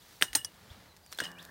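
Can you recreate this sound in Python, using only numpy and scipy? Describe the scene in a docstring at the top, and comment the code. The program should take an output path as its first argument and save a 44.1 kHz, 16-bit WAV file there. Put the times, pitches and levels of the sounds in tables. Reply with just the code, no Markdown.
"""Hard steel clinks, a springy jangle and a slack buzz, close by, over soft rustle and far bird notes in a garden.
A wooden tool levers a trampoline spring off its frame: hooks slip and clink, and the freed coil buzzes on.
Steel is knocks, noise bursts, decaying modes and sinking waves; the slack coil is crowded overtones and chatter.
Low thuds of steel, lever and mat are damped sines, sliding coil and rustling mat are grainy noise,
the bird is gliding sines with a noise echo, and the garden is steady coloured noise."""
import sys
import numpy as np
from scipy import signal
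from scipy.fft import rfft, irfft
from scipy.io import wavfile
from scipy.ndimage import uniform_filter1d

SR = 44100
rng = np.random.default_rng(int(sys.argv[2]) if len(sys.argv) > 2 else 0)


def int16_out(signal):
    """Quantize to a 16-bit WAV file."""
    q = np.round(np.clip(np.atleast_2d(signal).T, -1, 1) * 32767)
    wavfile.write(sys.argv[1], SR, q.astype(np.int16))


N = 66150

# Slips of steel on steel: (time [s], contact time [s], longer knock [Hz], its level [dB],
# briefer knock [Hz], its level [dB], crack [dB], jangle [dB], tilt above the pivot [dB/octave], coil ring [dB])
SLIPS = [ (0.2121, 0.00097, 2090, -31, 920, -37, -38.5, -37, -10.5, -70),
         (0.2154, 0.0013, 2410, -40, 8400, -32, -59, -37, 9, -68),
         (0.2236, 0.0006, 1622, -10, 3035, -5.5, -15.5, -28.5, -2, -34.5),
         (0.3313, 0.00068, 1820, -33, 3540, -42, -35.5, -43.5, -1, -47),
         (0.3509, 0.0014, 1840, -27.5, 4220, -21, -22.5, -26.5, 4.5, -64),
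         (0.3537, 0.00095, 1790, -51, 6670, -11.5, -53, -54, 5.5, -35.5),
         (0.354, 0.0036, 883, -32, 8700, -19, -37, -35.5, -8, -57),
         (1.126, 0.00054, 1170, -39, 5100, -32.5, -35, -51.5, -6, -72),
         (1.187, 0.0023, 1556, -31.5, 3480, -26.5, -34.5, -42.5, -5, -44.5),
         (1.1943, 0.0015, 1500, -57, 4380, -31, -46, -56, -5, -73),
         (1.2022, 0.0014, 1637, -20.5, 3330, -26, -29, -39, -7, -32.5),
         (1.2379, 0.00073, 1700, -49, 3580, -33, -38.5, -43, -6.5, -44),
         (1.2419, 0.0023, 3060, -37, 5150, -37.5, -52, -60, -5, -43),
         (1.248, 0.0007, 1740, -43, 5200, -36, -45, -52, -11, -63),
         (1.2523, 0.0025, 3040, -36.5, 4950, -39, -44, -46.5, -8, -43)]

TOP_HZ, MIC_LOW_CUT_HZ, STEEL_LOW_CUT_HZ = 15900, 22, 140
GARDEN_DB = -64.5
BIRD_FLUTTER_DB, BIRD_FLUTTER_PER_S = 3, 200
BIRD_ECHO_DB, BIRD_ECHO_T60_S = -4, 0.2
BUMP_PUSH_CYCLES = 0.97  # time constant of the soft onset
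FREE_S, SLACK_DB, SLACK_T60_S = 1.203, -51.5, 1.58
COIL_SPACING_HZ, COIL_TOP_HZ = 87.5, 1818
SLACK_SCATTER_DB, SLACK_DETUNE = 1, 0.0118  # spreads at the top frequency; detune is a fraction
TICK_T60_S = 0.011
SNAP_CRACK_DB, SNAP_CRACK_T60_S = 3.5, 0.0041  # levels re each snap
HOOK_WASH_DB, HOOK_WASH_T60_S = -5, 0.046
KNOCK_SHARPNESS, BRIEF_KNOCK_SHARE = 1.58, 0.47  # exponent; share of the contact time
CRACK_T60_S = 0.014
JANGLE_T60_S, AFTER_T60_S, AFTER_DB = 0.09, 0.31, -19.5
RIPPLE_DB, RIPPLE_SPACING_HZ = 19, 44.86  # largest dip to peak; spacing of the coil's resonances
RING_PIVOT_HZ = 2554  # a blow's tilt acts above this
COIL_FLUTTER_DB, COIL_FLUTTER_PER_S = 4, 130
BLOOM_RETURN_S, BLOOM_RETURN_DB = 0.072, -12  # return from the far end; dB at the pivot, in proportion to Hz
BLOOM_SINK_S, BLOOM_SHARPNESS = 0.0202, 4.6  # time constant; exponent
BLOOM_BEAT_HZ, BLOOM_BEAT_DEPTH = 46, 0.43  # neighbouring modes beat


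def amp(db):
    """Decibels to gain."""
    return 10 ** (np.asarray(db) / 20)


def colour_db(points, hz):
    """Read a spectrum on a log-frequency axis."""
    point_hz, db = np.array(points).T
    return np.interp(np.log(hz), np.log(point_hz), db)


def pivot_tilt_db(tilt_db, hz):
    """Treble tilt per octave above the pivot, zero below it."""
    return tilt_db * np.maximum(np.log2(hz / RING_PIVOT_HZ), 0)


def noise(points, tilt_db=0):
    """Noise of spread 1 with the given colour, its treble tilted per octave."""
    hz = np.maximum(np.fft.rfftfreq(N, 1 / SR), 1)
    gain = amp(colour_db(points, hz) + pivot_tilt_db(tilt_db, hz)) * (hz < TOP_HZ)
    y = irfft(rfft(rng.standard_normal(N)) * gain, N)
    return y / y.std()


def since(start_s):
    """Seconds since a moment, zero before it."""
    return np.maximum(np.arange(N) / SR - start_s, 0)


def fade(start_s, t60_s):
    """Sudden onset and exponential decay."""
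    t = since(start_s)
    return (t > 0) * np.exp(-np.minimum(np.log(1000) * t / t60_s, 40))


def ring(start_s, hz, db, t60_s):
    """One struck mode: a decaying sine."""
    return amp(db) * fade(start_s, t60_s) * np.sin(2 * np.pi * hz * since(start_s))


def swell(curve):
    """Gain along a curve of time in s and level in dB."""
    return amp(np.interp(since(0), *np.array(curve).T))


def waver(rate_per_s):
    """Random motion of spread 1, smoothed twice over 1/rate."""
    size = int(SR / rate_per_s)
    y = uniform_filter1d(rng.standard_normal(N), size, mode="wrap")
    y = uniform_filter1d(y, size, mode="wrap")
    return y / y.std()


def flutter():
    """Turns that touch each other make a ring swell and dip."""
    return amp(COIL_FLUTTER_DB * waver(COIL_FLUTTER_PER_S))


def low_cut(x, hz):
    """Second-order high-pass."""
    return signal.sosfilt(signal.butter(2, hz, "high", fs=SR, output="sos"), x)


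def glide(hz):
    """A sine that follows a frequency curve by summing its phase."""
    return np.sin(2 * np.pi * np.cumsum(hz) / SR)


def garden():
    """Steady coloured background noise."""
    # (frequency [Hz], level [dB/Hz])
    garden_colour = [(25, -7.5), (75, 12), (170, 3.5), (300, -1.5), (900, 0.5), (2500, -20.5),
                     (4500, -16.5), (8000, -17), (15500, -15)]
    return amp(GARDEN_DB) * noise(garden_colour)


def bird():
    """Distant gliding, fluttering whistles, smeared by the trees as a decaying noise echo."""
    # Notes: (time [s], length [s], start [Hz], end [Hz], level [dB])
    bird_notes = [(.01, 0.027, 2900, 4460, -61), (0.692, 0.026, 2905, 4090, -55.5),
                  (.86, 0.085, 4350, 3830, -66), (1.026, 0.041, 4980, 4630, -64.5),
                  (1.045, 0.091, 4680, 4450, -65), (1.129, 0.038, 4210, 4070, -56)]
    # Last call, bending upward: (time [s], frequency [Hz], level [dB])
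    upslur = [(1.355, 2280, -63), (1.38, 2430, -56), (1.394, 3450, -51), (1.405, 4250, -58),
              (1.43, 5500, -69)]
    times_s, call_hz, call_db = np.array(upslur).T
    t = since(0)
    sounding = (t > times_s[0]) * (t < times_s[-1])
    calls = amp(np.interp(t, times_s, call_db)) * sounding * glide(np.interp(t, times_s, call_hz))
    for start_s, length_s, start_hz, end_hz, db in bird_notes:
        progress = np.minimum(since(start_s) / length_s, 1)
        calls += amp(db) * np.sin(np.pi * progress) * glide(start_hz + (end_hz - start_hz) * progress)
    calls *= amp(BIRD_FLUTTER_DB * waver(BIRD_FLUTTER_PER_S))
    trees = rng.standard_normal(N) * fade(0, BIRD_ECHO_T60_S)
    echo = signal.fftconvolve(calls, trees / np.linalg.norm(trees))[:N]
    return calls + amp(BIRD_ECHO_DB) * echo


def rubbing(grain_db=1.0, size=150):
    """Grainy friction: the coil slides over hand and tool, the stretched mat rustles."""
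    # Sliding coil: (time [s], level [dB])
    slide_level = [(0, -62.5), (.12, -58.5), (.2, -60.5), (.5, -65.5), (.95, -72), (1.1, -64),
                   (1.25, -52.5), (1.34, -69.5), (1.44, -59), (1.5, -66)]
    # (frequency [Hz], level [dB/Hz])
    slide_colour = [(40, -17), (90, -13), (300, -3.5), (1000, -1), (1650, 2.5), (2300, -1), (4500, 3.5),
                    (7000, -2.5), (11000, -4.5), (15500, -3.5)]
    # Mat: (time [s], level [dB])
    mat_level = [(.2, -65.5), (.5, -61), (.62, -59.5), (.73, -55.5), (.85, -58.5), (.97, -64.5),
                 (1.1, -72.5)]
    # (frequency [Hz], level [dB/Hz])
    mat_colour = [(30, -2), (75, 10), (180, 11.5), (280, 2), (900, 2), (2000, 0.5), (2600, -4.5),
                  (4200, -3.5), (7000, -12.5), (15000, -19.5)]
    grain = uniform_filter1d(rng.standard_normal(N), size) * np.sqrt(size)
    slide = swell(slide_level) * noise(slide_colour)
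    mat = swell(mat_level) * noise(mat_colour)
    return amp(grain_db * grain) * (slide + mat)


def bumps():
    """Low thuds: the body of the steel clinks, lever knocks and mat flaps, as softly pushed, damped modes."""
    # (time [s], frequency [Hz], level before the soft onset [dB], t60 [s])
    thuds = [(0.2242, 170, -36.5, 0.053), (0.224, 510, -25, 0.011), (.295, 55, -40.5, 0.14),
             (0.3565, 298, -36, 0.067), (0.23, 740, -46, 0.019), (0.366, 127, -45, 0.15),
             (0.45, 95, -44, 0.065), (0.704, 76, -30, 0.059), (1.188, 770, -28, 0.014),
             (1.2162, 1410, -30.5, .012), (1.2182, 510, -22, 0.011), (1.2235, 290, -23.5, 0.016),
             (1.5, 270, -33, .018), (1.216, 112, -34.5, 0.055)]
    out = np.zeros(N)
    for start_s, hz, db, t60_s in thuds:
        push = 1 - np.exp(-since(start_s) * hz / BUMP_PUSH_CYCLES)
        out += ring(start_s, hz, db, t60_s) * push
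    return out


def slack_buzz(count=32):
    """Waves run end to end along the freed coil; their uneven overtones crowd towards a top frequency."""
    # (frequency [Hz], relative level [dB/overtone])
    overtone_colour = [(86, -11), (172, 4.5), (258, 1.5), (400, -3), (800, -3.5), (1150, 1), (1350, -20),
                       (1600, 1.5), (1850, -25)]
    overtones_hz = COIL_TOP_HZ * np.sin(np.arange(1, count + 1) * COIL_SPACING_HZ / COIL_TOP_HZ)
    t, buzz = since(FREE_S), np.zeros(N)
    for hz, (size, detune, phase) in zip(overtones_hz, rng.standard_normal((count, 3))):
        uneven = np.sqrt(hz / COIL_TOP_HZ)
        db = colour_db(overtone_colour, hz) + SLACK_SCATTER_DB * uneven * size
        detuned_hz = hz * (1 + SLACK_DETUNE * uneven * detune)
        buzz += amp(db) * np.sin(2 * np.pi * (detuned_hz * t + phase))
    return amp(SLACK_DB) * fade(FREE_S, SLACK_T60_S) * buzz / buzz[t > 0].std()


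def slack_chatter():
    """Loose turns chatter against each other: fluttering coloured noise."""
    # (time [s], level before flutter [dB])
    chatter_level = [(1.19, -87), (1.22, -53.5), (1.3, -56.5), (1.35, -56.5), (1.4, -54), (1.44, -58.5),
                     (1.5, -61)]
    # (frequency [Hz], level [dB/Hz])
    chatter_colour = [(30, -20), (70, -2.5), (130, -10), (172, 7.5), (215, -1.5), (260, -17), (350, -7.5),
                      (1100, -7), (1400, -4.5), (1620, 1.5), (1830, 4.5), (1950, -12.5), (6000, -32)]
    return swell(chatter_level) * flutter() * noise(chatter_colour)


def hook():
    """The hook snaps into the mat's ring, bounces once, and ticks and scrapes lightly."""
    # Ticks and scrapes: (time [s], level [dB])
    ticks = [(0.9654, -50), (0.97, -51.5), (1.063, -48), (1.117, -45.5), (1.12, -40.5), (1.131, -38),
             (1.1473, -47), (1.176, -44), (1.3165, -45), (1.3859, -50), (1.427, -44.5), (1.451, -42.5)]
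    # (frequency [Hz], level [dB/Hz])
    tick_colour = [(300, -3.5), (1500, -5), (5000, -1.5), (9000, -3), (15000, -7.5)]
    # Snap and bounce: (time [s], level [dB])
    snaps = [(0.4471, -30.5), (0.4489, -37)]
    # Hook modes: (frequency [Hz], level re snap [dB], t60 [s])
    hook_modes = [(1760, -12, 0.033), (3360, -1.5, 0.01), (4840, -1, 0.022), (5400, 7, 0.0057),
                  (6000, -5, 0.035), (9020, -16, 0.077), (9250, -12, 0.07), (10530, -9.5, 0.036)]
    # Noise wash after a snap: (frequency [Hz], level [dB/Hz])
    wash_colour = [(300, -18), (900, 6), (2500, -20), (4300, -4), (5100, 4), (6200, 13), (7300, -2),
                   (9400, 7), (10800, 7), (12500, -20), (15500, -5)]
    out = noise(tick_colour) * sum(amp(db) * fade(start_s, TICK_T60_S) for start_s, db in ticks)
    for start_s, snap_db in snaps:
        for k, (hz, db, t60_s) in enumerate(hook_modes):
            out += (-1) ** k * ring(start_s, hz, db + snap_db, t60_s)
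        out += amp(snap_db + SNAP_CRACK_DB) * fade(start_s, SNAP_CRACK_T60_S) * noise(tick_colour)
        out += amp(snap_db + HOOK_WASH_DB) * fade(start_s, HOOK_WASH_T60_S) * noise(wash_colour)
    return out


def peaked(t, peak_s, sharpness):
    """Envelope that rises to 1 at its peak time and dies away."""
    return (t / peak_s * np.exp(1 - t / peak_s)) ** sharpness


def knock(start_s, hz, db, contact_s):
    """Hard-damped body resonance: the softer the contact, the later it peaks and the longer it lasts."""
    t = since(start_s)
    return amp(db) * peaked(t, contact_s, KNOCK_SHARPNESS) * np.sin(2 * np.pi * hz * t)


def slip_knocks():
    """Each slip knocks hook and frame: a longer resonance and a briefer one, usually higher, of opposite sign."""
    out = np.zeros(N)
    for start_s, contact_s, long_hz, long_db, brief_hz, brief_db, *_ in SLIPS:
        out += knock(start_s, long_hz, long_db, contact_s)
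        out -= knock(start_s, brief_hz, brief_db, contact_s * BRIEF_KNOCK_SHARE)
    return out


def slip_cracks():
    """Each contact cracks: a brief burst of coloured noise."""
    # (frequency [Hz], level [dB/Hz])
    crack_colour = [(100, -31), (400, -2), (1500, -8), (4800, 0.5), (7000, -8.5), (11000, -8.5),
                    (15500, -13)]
    out = np.zeros(N)
    for start_s, *_, crack_db, _, _, _ in SLIPS:
        out += amp(crack_db) * fade(start_s, CRACK_T60_S) * noise(crack_colour)
    return out


def combed(points, count=400):
    """Break a spectrum into closely spaced resonances, more uneven towards the treble."""
    hz = RIPPLE_SPACING_HZ * np.arange(1, count + 1)
    depth_db = RIPPLE_DB * np.minimum(hz / RING_PIVOT_HZ, 1)
    return np.column_stack([hz, colour_db(points, hz) + depth_db * (rng.random(count) - 0.5)])


def coil_jangle():
    """Dense jangle of the turns: combed noise with a fast decay and a slower tail."""
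    # (frequency [Hz], level before combing [dB/Hz])
    jangle_colour = [(100, -36), (280, 1.5), (550, -4.5), (1200, -3), (1800, 1.5), (2150, -6.5), (2750, -5),
                     (3000, -1.5), (4700, -6.5), (6700, 1.5), (7900, -8), (8350, 12.5), (8800, -4.5),
                     (9200, 2), (10500, -7.5), (14000, -8.5), (15500, -7)]
    jangle = combed(jangle_colour)
    out = np.zeros(N)
    for start_s, *_, jangle_db, tilt_db, _ in SLIPS:
        decay = fade(start_s, JANGLE_T60_S) + amp(AFTER_DB) * fade(start_s, AFTER_T60_S)
        out += amp(jangle_db) * decay * noise(jangle, tilt_db)
    return out


def coil_ring():
    """Modes of the coil's wire, each with its own flutter."""
    # Wire modes: (frequency [Hz])
    coil_hz = [1407, 1755, 1880, 2877, 3465, 4128, 5114, 5796, 6151, 6473, 6728, 6904, 7189, 8291, 8420,
               8475, 9001, 15462]
    # Same order: (level re blow, before flutter [dB])
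    coil_db = [-16, -11.5, -11.5, -15, -17.5, -10, -6.5, -5, -10, -14, -3.5, -10, -13, -5, 0.5, -7, -3,
               -22.5]
    # Same order: (t60 [s])
    coil_t60_s = [0.11, 0.25, 0.15, 0.32, 0.22, 0.082, 0.12, 0.063, 0.073, 0.035, 0.04, .08, 0.066, .11,
                  0.025, 0.066, 0.071, .11]
    out = np.zeros(N)
    for k, (hz, mode_db, t60_s) in enumerate(zip(coil_hz, coil_db, coil_t60_s)):
        mode = np.zeros(N)
        for start_s, *_, tilt_db, ring_db in SLIPS:
            mode += ring(start_s, hz, mode_db + ring_db + pivot_tilt_db(tilt_db, hz), t60_s)
        out += (-1) ** k * flutter() * mode
    return out


def bloom(start_s, hz, above_hz, db, peak_s):
    """A dispersed wave that swells, beats, sinks in pitch and dies away."""
    t = since(start_s)
    cycles = hz * t + above_hz * BLOOM_SINK_S * (1 - np.exp(-t / BLOOM_SINK_S))
    wave = np.sin(2 * np.pi * cycles)
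    wave += BLOOM_BEAT_DEPTH * np.sin(2 * np.pi * (cycles + BLOOM_BEAT_HZ * t))
    return amp(db) * peaked(t, peak_s, BLOOM_SHARPNESS) * wave


def coil_blooms():
    """Slow waves along the coil arrive late, sink onto their lowest frequency and return once."""
    # (lowest frequency [Hz])
    bloom_hz = [2884, 8290]
    # Same order: (start above lowest [Hz], level re blow [dB], time to peak [s])
    bloom_waves = [(150.3, -11, 0.036), (200, -18, 0.013)]
    out = np.zeros(N)
    for start_s, *_, tilt_db, ring_db in SLIPS:
        for hz, (above_hz, wave_db, peak_s) in zip(bloom_hz, bloom_waves):
            db = wave_db + ring_db + pivot_tilt_db(tilt_db, hz)
            return_db = db + BLOOM_RETURN_DB * hz / RING_PIVOT_HZ
            out += bloom(start_s, hz, above_hz, db, peak_s)
            out += bloom(start_s + BLOOM_RETURN_S, hz, above_hz, return_db, peak_s)
    return flutter() * out


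def clinks():
    """Slipping steel under tension, its deep bass cut away."""
    steel = slip_knocks() + slip_cracks() + coil_jangle() + coil_ring() + coil_blooms()
    return low_cut(steel, STEEL_LOW_CUT_HZ)


def scene():
    """Garden behind, spring and tool in front."""
    background = garden() + bird()
    handling = rubbing() + bumps()
    spring = slack_buzz() + slack_chatter() + hook() + clinks()
    return (background + handling + spring)[None]


def record(dry):
    """Cut the deep bass gently and the top treble steeply."""
    top_cut = signal.ellip(10, 0.2, 70, TOP_HZ, fs=SR, output="sos")
    return signal.sosfilt(top_cut, low_cut(dry, MIC_LOW_CUT_HZ))


dry = scene()
out = record(dry)
int16_out(out)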